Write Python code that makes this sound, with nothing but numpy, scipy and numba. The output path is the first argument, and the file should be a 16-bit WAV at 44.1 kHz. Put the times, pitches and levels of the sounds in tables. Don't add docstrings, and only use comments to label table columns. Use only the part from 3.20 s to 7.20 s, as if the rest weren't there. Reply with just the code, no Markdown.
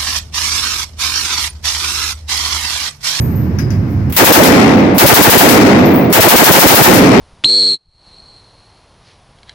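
import sys
import numpy as np
from scipy import signal
from scipy.fft import rfft, irfft
from scipy.io import wavfile
from scipy.ndimage import uniform_filter1d
from numba import njit

SR = 44100
rng = np.random.default_rng(int(sys.argv[2]) if len(sys.argv) > 2 else 0)


def persist_wave(psi):
    counts = np.round(np.clip(psi, -1, 1) * 32767).astype(np.int16)
    wavfile.write(sys.argv[1], SR, np.atleast_2d(counts).T)


N = 176400

# (t/s, shot level/dB, backstop strike level/dB)
ROUNDS = [(0.965, -4, -11), (1.0454, -6.5, 3), (1.1234, -2.5, 0.5), (1.781, -4.5, 0), (1.8627, -3.5, 2),
          (1.94, -4.5, -8), (2.0214, -4.5, 7), (2.0991, -5, 8.5), (2.1776, -2, 4.5), (2.9264, -13, -4),
          (3.0061, -10, -7), (3.0852, -3.5, -7), (3.1612, -4, 6), (3.2388, 1, 11.5), (3.3172, -2.5, 3),
          (3.3944, -1, 13), (3.4724, -2, 6), (3.5493, -2, -1), (3.6255, -1.5, 3)]
BLAST_SPECTRUM = [(40, -36, 0.23, 7), (153, -14, 0.56, 38.5), (410, -2, 0.42, 11.5), (766, 2, 0.41, 7),
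                  (1840, 3.5, 0.32, 6), (5000, 1.5, 0.16, 9), (8750, -5, 0.26, 11.5), (11000, 1.5, 0.14, 5),
                  (15700, 3, 0.21, 1)]
def muzzle_blasts(hold_s=0.0062, rise_s=0.00062, backstop_delay_s=0.1106):
    released = impulses(ROUNDS, hold_s)
    plateau_power = np.maximum(np.cumsum(impulses(ROUNDS) ** 2 - released ** 2), 0)
    strikes = impulses([(s, db) for s, _, db in ROUNDS], backstop_delay_s)
    backstop = undb(-24.5) * die_away(strikes, t60=0.23)
    out = 0
    for hz, band in bands(noise(BLAST_SPECTRUM)):
        t60 = across(hz, BLAST_SPECTRUM, column=2)
        booth = np.array([die_away(released, t60), die_away(released, t60 * 0.72)])
        out = out + band * soften(np.sqrt(plateau_power + booth ** 2 + backstop ** 2), rise_s)
    return undb(41.5) * out


# (f/Hz, spectral level/dB, balance/dB)
CRACK_SPECTRUM = [(1000, -25, 10), (4000, -18.5, 12), (8650, -21, 6), (12000, 0, 5), (15500, 6.5, 1.5)]
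def muzzle_cracks():
    envelope = soften(die_away(impulses(ROUNDS), t60=0.083), rise_s=0.0005)
    return undb(46) * noise(CRACK_SPECTRUM) * envelope


# (f/Hz, width/octaves, level/dB, peak delay/s, balance/dB)
BOOTH_MODES = [(119, .9, 17.5, 0.068, -6), (316, 0.55, 23.5, .062, -3), (564, 0.34, 22, 0.072, 4.5),
               (740, 0.34, 22.5, .037, 0), (1510, 0.91, 27, .035, 4)]
def booth_resonances(swell_s=0.016, scatter_s=0.0028, scatter_db=1.5):
    t, out = clock(), 0
    for hz, octaves, db, delay, balance in BOOTH_MODES:
        chance = rng.standard_normal((len(ROUNDS), 2))
        hits = impulses([(s + scatter_s * late, level + scatter_db * louder)
                         for (s, level, _), (late, louder) in zip(ROUNDS, chance)])
        swell = np.exp(-((t[:SR // 4] - delay) / swell_s) ** 2)
        out = out + undb(db) * resonance(hz, octaves, balance) * signal.fftconvolve(hits, swell)[:N]
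    return out


# (f/Hz, spectral level/dB, balance/dB)
THUD_SPECTRUM = [(50, -25, -4), (138, -1, -4), (234, -10, -5), (330, 5, 16), (460, 0, -11), (588, -0.5, 20),
                 (630, 0, 3), (870, 6, -1), (1250, -6, 11), (2150, -9, 12), (3940, -54, 12),
                 (15000, -63, 6)]
# (f/Hz, spectral level/dB, T60/s, balance/dB)
BOOM_SPECTRUM = [(30, -59, 2.5, 4), (58.4, -14, 1.8, 18), (103.5, -4.5, 2, -1.5), (151, -3, 4.45, -3),
                 (197, -2.5, 2.81, -2.5), (238, -1.5, 2.73, 0), (415, 0.5, 1.96, -3), (676, -7.5, 2.63, -2),
                 (1240, -11, 1.6, 3.5), (2130, -12.5, 1.54, 5), (3110, -19.5, 1.56, 4),
                 (5900, -20.5, 0.86, 16), (8600, -24.5, 0.83, 9), (14800, -17.5, 0.52, -2)]
# (f/Hz, width/octaves, level/dB, T60/s, balance/dB)
HALL_MODES = [(246, 0.52, 19, 2.18, -5), (2130, 0.31, 9.5, 1.37, 2.5)]
def hall_reverberation(thud_delay_s=0.014):
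    t = clock()
    age = np.maximum(t - thud_delay_s, 0)
    thud = undb(36) * noise(THUD_SPECTRUM) * build(age, rise_s=0.014) * fade(age, t60=0.22)
    boom = sum(band * fade(t, across(hz, BOOM_SPECTRUM, column=2))
               for hz, band in bands(noise(BOOM_SPECTRUM)))
    modes = sum(undb(db) * resonance(hz, octaves, balance) * fade(t, t60)
                for hz, octaves, db, t60, balance in HALL_MODES)
    response = thud + undb(21) * boom * build(t, rise_s=0.016) + modes * build(t, rise_s=0.2)
    return signal.fftconvolve(impulses(ROUNDS)[None], response, axes=1)[:, :N]


# (t/s, duration/s, starting level/dB)
BOLT_TRAVEL = [(0.898, 0.004, -25), (0.924, 0.053, -9.5), (1.745, 0.051, -10.5), (2.899, 0.03, -11)]
# (f/Hz, spectral level/dB, balance/dB)
SCRAPE_SPECTRUM = [(200, -25, 0), (900, 2, -7), (2000, 5.5, 6), (3500, 0, 7), (5770, -8.5, 17),
                   (8740, -10, 14), (12000, 4.5, 6), (16500, 8.5, -15)]
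def bolt_scrape(swell_db_per_s=166):
    t, envelope = clock(), 0
    for s, length, db in BOLT_TRAVEL:
        swell = (t >= s) * undb(db + swell_db_per_s * np.clip(t - s, 0, length))
        envelope = envelope + swell * fade(np.maximum(t - s - length, 0), t60=0.12)
    return noise(SCRAPE_SPECTRUM) * envelope


# (t/s, level/dB, clatter T60/s)
HANDLING = [(0.387, -26, 0.21), (0.505, -34.5, 0.36)]
# (f/Hz, spectral level/dB, balance/dB)
CLATTER_SPECTRUM = [(200, -25, 0), (900, -7, -10), (1910, 6, 3), (3730, -10, 3), (5600, -8, 18),
                    (7900, -26, 13), (11800, -8.5, 3), (15000, -14, -8)]
# (f/Hz, T60/s, level at first knock/dB, level at second/dB)
RECEIVER_MODES = [(5020, 0.39, -5, -10), (5560, 0.24, -14, -7), (6000, .13, -5, -2), (4650, .3, -16, -7),
                  (6800, 0.2, -18, -8), (11720, .14, -14, -22), (1624, 0.091, -2, 2)]
def receiver_knocks(balance_db=16):
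    t, ringing = clock(), 0
    for k, (s, db, _) in enumerate(HANDLING):
        modes = [(hz, levels[k], t60) for hz, t60, *levels in RECEIVER_MODES]
        ringing = ringing + undb(db - 5) * ring(t - s, modes, flutter_share=0.12, flutter_hz=70)
    clatter = noise(CLATTER_SPECTRUM) * sum(undb(db) * fade(t - s, t60) for s, db, t60 in HANDLING)
    snap = resonance(hz=5650, octaves=0.15, balance=balance_db) * die_away(impulses(HANDLING), t60=0.045)
    return clatter + undb(0.5) * snap + ringing * undb([[balance_db / 2], [-balance_db / 2]])


# (t/s, level/dB)
CASE_IMPACTS = [(1.535, -39), (1.552, -25), (1.586, -33), (2.41, -13), (2.475, -21), (2.708, -25),
                (2.7361, -10), (2.755, -13), (2.785, -18), (2.83, -24)]
# (f/Hz, level/dB, T60/s)
CASE_MODES = [(10840, -20, .33), (14550, -9, .2), (14880, -6, .25), (15500, 4, 0.32), (15800, 0, 0.23)]
# (f/Hz, spectral level/dB, balance/dB)
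TICK_SPECTRUM = [(2000, -35, 3), (8000, -22, -1), (11500, -10, 5), (14000, -2, -5), (15500, -8, -10)]
def spent_cases():
    ringing = sum(undb(db) * ring(clock() - s, CASE_MODES, flutter_share=0.94, flutter_hz=318)
                  for s, db in CASE_IMPACTS)
    return ringing + undb(-1) * die_away(impulses(CASE_IMPACTS), t60=0.05) * noise(TICK_SPECTRUM)


# (t/s, level/dB, T60 multiplier)
LINK_IMPACTS = [(0, -34.5, 1.5), (.156, -43, 1), (.232, -51, .6), (1.67, -46, 1), (2.58, -34, 1),
                (2.652, -21.5, .75)]
# (f/Hz, level/dB, T60/s)
LINK_MODES = [(6540, -11, 0.23), (8489, -15, 0.2), (10050, -9, 0.24), (11760, -2, 0.33),
              (13700, 12.5, 0.42)]
def belt_links(rise_s=0.003):
    t, out = clock(), 0
    for s, db, stretch in LINK_IMPACTS:
        modes = [(hz, level, t60 * stretch) for hz, level, t60 in LINK_MODES]
        onset = np.clip((t - s) / rise_s, 0, 1)
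        out = out + undb(db) * onset * ring(t - s, modes, flutter_share=0.04, flutter_hz=40)
    return out


def belt_rustle(peak_s=0.724, swell_s=0.04):
    return undb(-45.5) * noise(TICK_SPECTRUM) * np.exp(-((clock() - peak_s) / swell_s) ** 2)


# (f/Hz, spectral level/dB, balance/dB)
VENT_SPECTRUM = [(25, -18, -4), (53, -18.5, 3), (87, 0.5, -3.5), (149, -5, -4.5), (225, -10.5, -2.5),
                 (325, -17, -3.5), (594, -31, -1), (1200, -37.5, 2), (2210, -42, 3.5), (3400, -57, 4.5),
                 (5270, -58, 16.5), (8100, -75.5, 18), (14900, -63, -7)]
def ventilation():
    return undb(-13) * noise(VENT_SPECTRUM)


# (f/Hz, coherence 0-1)
COHERENCE = [(60, 1), (220, 0.96), (400, 0.72), (700, 0.45), (1300, 0), (15000, 0)]
def noise(table):
    hz = np.fft.rfftfreq(N, 1 / SR)
    mid, side = rfft(rng.standard_normal((2, N)))
    alike, sign = across(hz, COHERENCE, column=1), np.array([[1], [-1]])
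    pair = mid * np.sqrt(1 + alike) + sign * side * np.sqrt(1 - alike)
    colour = undb(across(hz, table, column=1) + sign * across(hz, table, column=-1) / 2)
    low_cut = np.minimum(hz / table[0][0], 1)
    x = irfft(pair * colour * low_cut, N)
    return x / x.std()


def resonance(hz, octaves, balance):
    return noise([(hz * 2 ** (k * octaves), -12 * k * k, balance) for k in np.arange(-3, 3.5, 0.5)])


def ring(age, modes, flutter_share, flutter_hz):
    out, knots = np.zeros((2, N)), np.arange(4000)
    for hz, db, t60 in modes:
        phasors = rng.standard_normal((2, len(knots))) + 1j * rng.standard_normal((2, len(knots)))
        live = np.flatnonzero((age >= 0) & (age < 2 * t60))
        t = age[live]
        flutter = np.array([np.interp(t * flutter_hz, knots, side) for side in phasors])
        amplitude = np.sqrt(1 - flutter_share) + np.sqrt(flutter_share) * flutter
        carrier = np.exp(2j * np.pi * (hz * t + rng.random((2, 1))))
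        out[:, live] += undb(db) * fade(t, t60) * (amplitude * carrier).imag
    return out


def bands(x):
    centres = np.geomspace(50, 16000, 14)
    log_hz, spectrum = np.log(np.fft.rfftfreq(N, 1 / SR) + 1), rfft(x)
    for hz, pick in zip(centres, np.eye(len(centres))):
        yield hz, irfft(spectrum * np.interp(log_hz, np.log(centres), pick), N)


def across(hz, table, column):
    table = np.array(table, float)
    return np.interp(np.log(hz + 1e-3), np.log(table[:, 0]), table[:, column])


def impulses(events, delay=0):
    x = np.zeros(N)
    for s, db, *_ in events:
        x[int(np.clip((s + delay) * SR, 0, N - 1))] += undb(db)
    return x


def die_away(hits, t60):
    retained = np.exp(-2 * np.log(1000) / (t60 * SR))
    return np.sqrt(signal.lfilter([1], [1, -retained], hits ** 2 + 1e-18))


def soften(envelope, rise_s):
    pole = np.exp(-1 / (rise_s * SR))
    return signal.lfilter([1 - pole], [1, -pole], envelope)


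def build(age, rise_s):
    return 1 - np.exp(-age / rise_s)


def fade(age, t60):
    return (age >= 0) * np.exp(-np.log(1000) * np.maximum(age, 0) / t60)


def undb(db):
    return 10 ** (np.asarray(db) / 20)


def clock():
    return np.arange(N) / SR


@njit
def follow(x, attack_s, release_s):
    out, level = np.empty(len(x)), 0.
    for i in range(len(x)):
        lag_s = attack_s if abs(x[i]) > level else release_s
        level += (abs(x[i]) - level) / (lag_s * SR)
        out[i] = level
    return out


def scene():
    gunfire = muzzle_cracks() + muzzle_blasts() + booth_resonances() + hall_reverberation()
    metal = receiver_knocks() + bolt_scrape() + belt_rustle() + spent_cases() + belt_links()
    return gunfire + metal + ventilation()


def record(dry, duck_db=12, duck_above_db=12, ahead_s=0.037, limit_db=1.5, ratio=5.1, band_hz=(39, 15900)):
    loud = follow(dry[0], attack_s=1 / SR, release_s=1.) > undb(duck_above_db)
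    ahead = np.interp(clock() + ahead_s, clock(), loud * 1.)
    x = dry * undb(-duck_db * uniform_filter1d(ahead, int(0.025 * SR)))
    sensed = np.hypot(x, 0.45 * np.diff(x, prepend=0))
    level = np.array([follow(side, attack_s=0.00013, release_s=0.0058) for side in sensed])
    x = x * np.minimum(undb(limit_db) / (level + 1e-9), 1) ** (1 - 1 / ratio)
    x = 0.87 * np.tanh(x * undb(2.5))
    x = signal.sosfilt(signal.butter(1, band_hz[0], "high", fs=SR, output="sos"), x)
    return signal.sosfilt(signal.ellip(10, 0.1, 60, band_hz[1], fs=SR, output="sos"), x)


dry = scene()
out = record(dry)
persist_wave(out)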